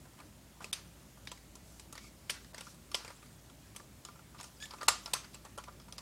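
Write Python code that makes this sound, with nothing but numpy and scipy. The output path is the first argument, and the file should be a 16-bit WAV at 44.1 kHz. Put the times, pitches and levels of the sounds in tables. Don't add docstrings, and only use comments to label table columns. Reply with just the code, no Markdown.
import sys
import numpy as np
from scipy import signal
from scipy.io import wavfile
from scipy.ndimage import uniform_filter1d

SR = 44100
rng = np.random.default_rng(int(sys.argv[2]) if len(sys.argv) > 2 else 0)


def to_linear_factor(level_db):
    exponent = np.asarray(level_db, float) / 20
    return 10 ** exponent


def master(y):
    cut = np.clip(np.atleast_2d(y).T, -1, 1)
    pcm = np.round(cut * 32767)
    wavfile.write(sys.argv[1], SR, pcm.astype(np.int16))


N = 265041

# start_s, peak_db, part_pitch_hz, shell_db, edge_db (the last two relative)
SNAPS = [
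    (0.729, -20.5, 3730, -40, -6.5),
    (2.297, -19.5, 3240, -21, -16),
    (2.945, -16, 3300, -17, -28),
    (4.883, -8, 4460, -21.5, -9.5),
    (5.135, -17.5, 4850, -18.5, -8.5),
]


def snap(start_s, peak_db, pitch_hz, shell_db, edge_db):
    chatter_s = 0.012
    press = (start_s - 0.0025, peak_db - 20, 4800, shell_db, -14, chatter_s)
    home = (start_s, peak_db, pitch_hz, shell_db, edge_db, chatter_s)
    rebound = (start_s + 0.005, peak_db - 13, 8320, shell_db, -5.5, chatter_s)
    return [press, home, rebound]


# start_s, peak_db, part_pitch_hz, shell_db (relative)
EDGE_TICKS = [(0.134, -58, 1850, -2), (1.554, -45.5, 6740, -9.5), (1.926, -39.5, 9700, -10),
              (2.305, -27, 5140, -24), (2.744, -54, 4110, -4), (3.259, -53, 2270, -15),
              (3.762, -38, 3270, -13.5), (5.45, -46, 3020, -5), (5.577, -39, 3200, -0.5)]
CORNER_CLICKS = [(0.189, -50, 3120, -3.5), (0.202, -43, 2380, -8), (0.605, -48.5, 1980, 4),
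                 (0.62, -50, 2710, -5), (1.252, -49, 7030, -13), (1.316, -31.5, 3380, -13),
                 (1.796, -38, 8100, -18), (1.953, -39, 1830, -11), (2.608, -32.5, 3700, -14),
                 (2.916, -36.5, 5300, -11.5), (3.004, -46, 2350, -5), (3.047, -37, 2650, -10),
                 (4.41, -37, 6930, -22), (4.43, -39, 8100, -22), (4.441, -38, 6700, -10),
                 (4.83, -32.5, 1900, -6), (5.584, -37, 3230, -3.5), (5.638, -40.5, 2600, -18),
                 (5.924, -32, 5100, -22), (5.981, -33, 5100, -14), (5.988, -40.5, 4500, -16)]
FACE_CLICKS = [(0.643, -29, 2600, -14.5), (1.174, -56.5, 6760, 2.5), (1.374, -46, 2200, -26),
               (2.545, -32.5, 1910, -19), (2.58, -33, 2300, -21), (2.668, -43, 5900, -4),
               (3.079, -34, 2310, -13), (3.103, -42, 1930, -3), (3.227, -47.5, 2610, -5.5),
               (3.498, -47.5, 3270, -9.5), (3.749, -47, 3160, -11), (4.05, -33, 7020, -15),
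               (4.086, -44, 2220, -2), (4.157, -58.5, 5400, 4.5), (4.192, -54.5, 2750, 2),
               (4.346, -50.5, 2600, -0.5), (4.4, -41, 5340, -15), (4.601, -42.5, 4860, -22),
               (4.655, -35.5, 3560, -25), (5.078, -43.5, 2200, 1), (5.344, -38, 7620, -10),
               (5.725, -50, 4490, -13), (5.883, -44.5, 2340, -5.5)]
DULL_KNOCKS = [(0.054, -54, 6910, 0.5), (1.272, -32, 2180, -40), (1.273, -31.5, 3650, -43),
               (1.978, -33, 2160, -17), (2.041, -45.5, 2310, -8), (2.446, -42, 1840, -27),
               (3.798, -45, 1790, -3.5), (4.39, -40.5, 2730, -14), (4.624, -33, 3560, -28),
               (4.708, -35.5, 5000, -14), (4.736, -41, 2260, -2), (4.785, -43.5, 2510, -10),
               (4.812, -33.5, 4660, -10), (4.82, -44.5, 4730, 4), (5.059, -26.5, 5200, -19),
               (5.244, -40, 4830, -9), (5.353, -40.5, 2710, -11.5), (5.682, -48.5, 3250, 5),
               (5.799, -41, 5060, -15), (5.817, -49, 5080, -23)]
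EDGE_DB = [-2, -11, -14, -26]


def contacts():
    touches = []
    for row in SNAPS:
        touches += snap(*row)
    kinds = (EDGE_TICKS, CORNER_CLICKS, FACE_CLICKS, DULL_KNOCKS)
    for rows, edge_db in zip(kinds, EDGE_DB):
        touches += [(*row, edge_db, 0.014) for row in rows]
    return touches


# pitch_hz, level_db, fade_s (time to fall 60 dB)
SHELL = [(590, 2.5, 0.017), (715, -7, 0.042), (890, -5.5, 0.055), (1010, 2.5, 0.053), (1201, 6.5, 0.044),
         (1372, 8.5, 0.025), (1820, -2, 0.0056)]
# pitch_hz, level_db, fade_s
PANELS = [(1960, -34, 0.012), (2600, -7, 0.0076), (3240, 1.5, 0.0037), (3940, 0.5, 0.004),
          (4576, -3, 0.0084), (5210, 3, 0.0037)]
# pitch_hz, level_db, fade_s
EDGES = [(6450, 6.5, 0.0041), (7250, 0.5, 0.0051), (8100, 5.5, 0.0051), (9230, 1, 0.0032),
         (10250, -3.5, 0.0048), (11800, -15, 0.0016), (13600, -23, .002)]


def contact(peak_db, pitch_hz, shell_db, edge_db, chatter_s):
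    t = np.arange(2000) / SR / chatter_s
    hits = rng.standard_normal(2000) * (rng.random(2000) < .4)
    chatter = hits * (1 - 0.52 * np.exp(-t / 0.023)) * np.exp(-3.2 * t)
    blow = np.linalg.norm(chatter) * (t == 0)
    drive = np.array([chatter, blow])

    part = evened(ring([(pitch_hz, 0, .007)], spread_db=0, detune=0))
    panels = evened(high_pass(ring(PANELS, spread_db=1.0, detune=0.042), hz=880, order=2))
    bare = evened(ring([(5200, 0, .001)], spread_db=0, detune=0))
    body = np.array([panels + 1.04 * part, 0.61 * panels + to_linear_factor(0.5) * bare])
    shell = ring(SHELL, spread_db=2.7, detune=0.013) * to_linear_factor([[0], [-2.5]])
    edges = ring(EDGES, spread_db=2.5, detune=0.064)[None]

    total = 0
    for ringing, level_db in ((body, -2.5), (shell, shell_db + 4.5), (edges, edge_db + 5.5)):
        sound = signal.oaconvolve(drive, ringing, axes=1)
        total = total + sound / abs(sound[0]).max() * to_linear_factor(peak_db + level_db)
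    return total


def ring(modes, spread_db, detune):
    hz, db, fade_s = np.transpose(modes)[:, :, None]
    louder, sharper = np.clip(rng.standard_normal((2, len(modes), 1)), -1.5, 1.5)
    t = np.arange(3000) / SR
    strength = to_linear_factor(db + spread_db * louder - 60 * t / fade_s)
    tones = strength * np.sin(2 * np.pi * hz * (1 + detune * sharper) * t)
    return tones.sum(axis=0)


# start_s, length_s, level_db, pitch_hz
SCUFFS = [(0.169, 0.065, -61.5, 1190), (.599, 0.047, -55, 875), (0.615, 0.029, -59, 6000),
          (0.741, 0.067, -61, 1100), (2.32, 0.076, -57, 1500), (2.551, 0.088, -59, 1200),
          (1.601, 0.27, -65, 7000), (1.934, .07, -60, 1500), (1.989, .12, -62, 5500),
          (2.614, .14, -60, 5800), (2.948, 0.21, -59, 1300), (3.211, 0.044, -66, 1900),
          (4.377, 0.038, -58, 4000), (4.416, 0.08, -61, 6000), (4.602, 0.072, -56, 5860),
          (5.221, 0.052, -59.5, 1500), (5.33, 0.02, -59, 4000), (5.442, 0.034, -55, 890)]
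HOLLOW_RUBS = [(2.526, .032, -58, 685), (2.65, 0.054, -61.5, 1320), (4.331, .055, -65, 1150),
               (4.391, 0.033, -52, 950), (4.7, 0.065, -57, 1180), (4.805, 0.029, -43.5, 1200),
               (4.88, .016, -26, 1030), (4.895, 0.085, -56.5, 990), (5.072, .066, -62.5, 1180),
               (5.133, 0.046, -45, 1100), (5.575, 0.037, -53.5, 1090), (5.668, 0.036, -55, 1040),
               (5.876, .032, -66, 1200), (5.973, 0.047, -61, 1080)]
CREAKS = [
    (.174, 0.13, -55, 300),
    (1.977, .13, -66, 2230),
    (4.74, 0.037, -74, 7050),
]
RUB_WIDTH = [0.66, 0.26, 0.047]


def strokes():
    rubs = []
    for rows, width in zip((SCUFFS, HOLLOW_RUBS, CREAKS), RUB_WIDTH):
        rubs += [(*row, row[-1] * width) for row in rows]
    return rubs


def rub(length_s, level_db, pitch_hz, width_hz):
    count = int(length_s * SR)
    roughness = uniform_filter1d(rng.exponential(1, count), size=40)
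    slips = rng.standard_normal(count) * to_linear_factor(6.38 * roughness)
    r = np.exp(-np.pi * width_hz / SR)
    tone = signal.lfilter([1, 0, -1], [1, -2 * r * np.cos(2 * np.pi * pitch_hz / SR), r * r], slips)
    return to_linear_factor(level_db) * evened(tone) * signal.windows.tukey(count, .6)


# time_s, slip_rate_hz, level_db
SQUEAK = [
    (4.6, 1580, -69),
    (4.61, 1670, -55.5),
    (4.642, 1742, -47.5),
    (4.655, 1710, -65),
]
# multiple (of the slip rate), level_db
SQUEAK_ORDERS = [(1, -0.5), (2, -4.5), (3, -8), (4, -4), (5, -22)]


def squeak():
    s, hz, db = np.transpose(SQUEAK)
    t = np.arange(s[0], s[-1], 1 / SR)
    wobble = evened(uniform_filter1d(rng.standard_normal(len(t)), size=60))
    turns = np.cumsum(np.interp(t, s, hz) * (1 + 0.018 * wobble)) / SR
    tone = sum(to_linear_factor(level_db) * np.sin(2 * np.pi * k * turns) for k, level_db in SQUEAK_ORDERS)
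    grit = 1 + 0.2 * rng.standard_normal(len(t))
    loudness = to_linear_factor(np.interp(t, s, db)) * signal.windows.tukey(len(t), .25)
    return s[0], np.sqrt(2) * tone * grit * loudness


# time_s, level_db
SLIDE = [(0.0, -66), (0.6, -69.5), (0.85, -65), (2.0, -68.5), (2.4, -63.5), (2.7, -70), (2.96, -62),
         (3.5, -66.5), (4.4, -66.5), (5.06, -58), (5.4, -66), (6.01, -68)]
# pitch_hz, level_db
SLIDE_COLOUR = [(400, -5.5), (1200, 1), (2500, -5.5), (5500, -3), (8000, -3), (12000, -9), (16000, -33)]


def slide():
    power = np.maximum(to_linear_factor(along(SLIDE)) ** 2 - to_linear_factor(-68.0) ** 2, 0)
    return np.sqrt(power) * coloured(SLIDE_COLOUR, patchy_db=4.0, size=512)


# time_s, level_db
HUM = [(0.0, -64), (1.4, -58.5), (2.3, -58), (3.2, -62), (4.3, -63), (5.2, -57), (6.01, -58.5)]


def hum():
    drift = rng.standard_normal((2, N))
    drift = evened(uniform_filter1d(uniform_filter1d(drift, size=3000), size=3000))
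    turns = np.cumsum(57 + 1.28 * drift[0]) / SR
    return np.sqrt(2) * to_linear_factor(along(HUM) - 3.5 + 1.0 * drift[1]) * np.sin(2 * np.pi * turns)


# pitch_hz, level_db (per Hz)
FLOOR = [(15, -31), (25, -13), (59, -2.5), (120, 0.5), (190, -2), (373, -9), (476, -15.5), (560, -11),
         (734, -16), (1190, -19), (4030, -23), (5880, -23.5), (6920, -22), (14800, -28.5), (16000, -28)]


def rumble_and_hiss():
    return to_linear_factor(-57.5) * coloured(FLOOR, patchy_db=1.08, size=2048)


# pitch_hz, fade_s (time to fall 60 dB)
ROOM = [(300, 0.21), (1000, 0.29), (3000, 0.33), (6000, 0.29), (12000, 0.21)]


def room(x):
    taps = np.zeros(SR // 2)
    at = np.arange(160, len(taps) - 12, 12)
    taps[at + rng.integers(0, 12, len(at))] = rng.choice([-1., 1.], len(at))
    hz, t, z = signal.stft(taps, SR, nperseg=128)
    fading = to_linear_factor(-60 * t / read(ROOM, hz)[:, None])
    tail = signal.istft(z * fading, SR, nperseg=128)[1]
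    return signal.fftconvolve(x, tail / np.linalg.norm(tail))[:N]


def coloured(points, patchy_db, size):
    hz = np.fft.rfftfreq(size, 1 / SR)
    a, b, patches = rng.standard_normal((4 * N // size + 5, len(hz), 3)).T
    patches = uniform_filter1d(patches, size=20, axis=0)
    patches = evened(uniform_filter1d(patches, size=6, axis=1))
    z = (a + 1j * b) * to_linear_factor(read(points, hz)[:, None] + patchy_db * patches)
    return evened(signal.istft(z, nperseg=size, noverlap=size * 3 // 4)[1][:N])


def evened(x):
    return x / np.sqrt(np.mean(x ** 2) + 1e-20)


def read(points, hz):
    f, value = np.transpose(points)
    return np.interp(np.log(hz + 1), np.log(f + 1), value)


def along(rows):
    return np.interp(np.arange(N) / SR, *np.transpose(rows))


def high_pass(x, hz, order):
    return signal.sosfilt(signal.butter(order, hz, "high", fs=SR, output="sos"), x)


def low_pass(x, hz, order):
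    return signal.sosfilt(signal.butter(order, hz, fs=SR, output="sos"), x)


def add(mix, start_s, sound):
    part = mix[round(start_s * SR):][:len(sound)]
    part += sound[:len(part)]


def scene():
    toy = np.zeros((2, N))
    for start_s, *touch in contacts():
        for path, sound in zip(toy, contact(*touch)):
            add(path, start_s, sound)
    for start_s, *stroke in strokes():
        sound = rub(*stroke)
        for path in toy:
            add(path, start_s, sound)
    start_s, sound = squeak()
    add(toy[0], start_s, sound)
    add(toy[1], start_s, 0.68 * sound)

    toy = high_pass(toy, hz=440, order=2)
    direct, spread = low_pass(toy, hz=13200, order=3)
    seconds = np.arange(N) // SR
    wet = sum(room(spread * (seconds == k)) for k in np.unique(seconds))
    background = slide() + hum() + rumble_and_hiss()
    return (direct + to_linear_factor(-9.5) * wet + background)[None]


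def band_limit(x):
    return signal.sosfilt(signal.butter(12, 16000, fs=SR, output="sos"), x)


# start_s, length_s, lowest_hz, depth_db
DROPOUTS = [(.7165, .0085, 1300, 50), (.738, .015, 13000, 12), (1.3, .01, 7000, 12),
            (2.527, .006, 1500, 12), (2.955, .01, 12000, 30), (4.898, .06, 12800, 9),
            (4.8722, .007, 2600, 50), (5.127, .004, 1200, 12), (5.568, .004, 1200, 14),
            (5.918, .003, 2500, 12), (5.967, .008, 7500, 14)]


def record(dry):
    x = high_pass(dry, hz=43.6, order=4)
    x = low_pass(x, hz=15900, order=14)
    hz, t, z = signal.stft(x, SR, nperseg=128, noverlap=96)
    for start_s, length_s, lowest_hz, depth_db in DROPOUTS:
        during = (t > start_s) & (t < start_s + length_s)
        z = z * to_linear_factor(-depth_db * np.outer(hz > lowest_hz, during))
    x = signal.istft(z, SR, nperseg=128, noverlap=96)[1][:, :N]
    return band_limit(x)


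dry = scene()
out = record(dry)
master(out)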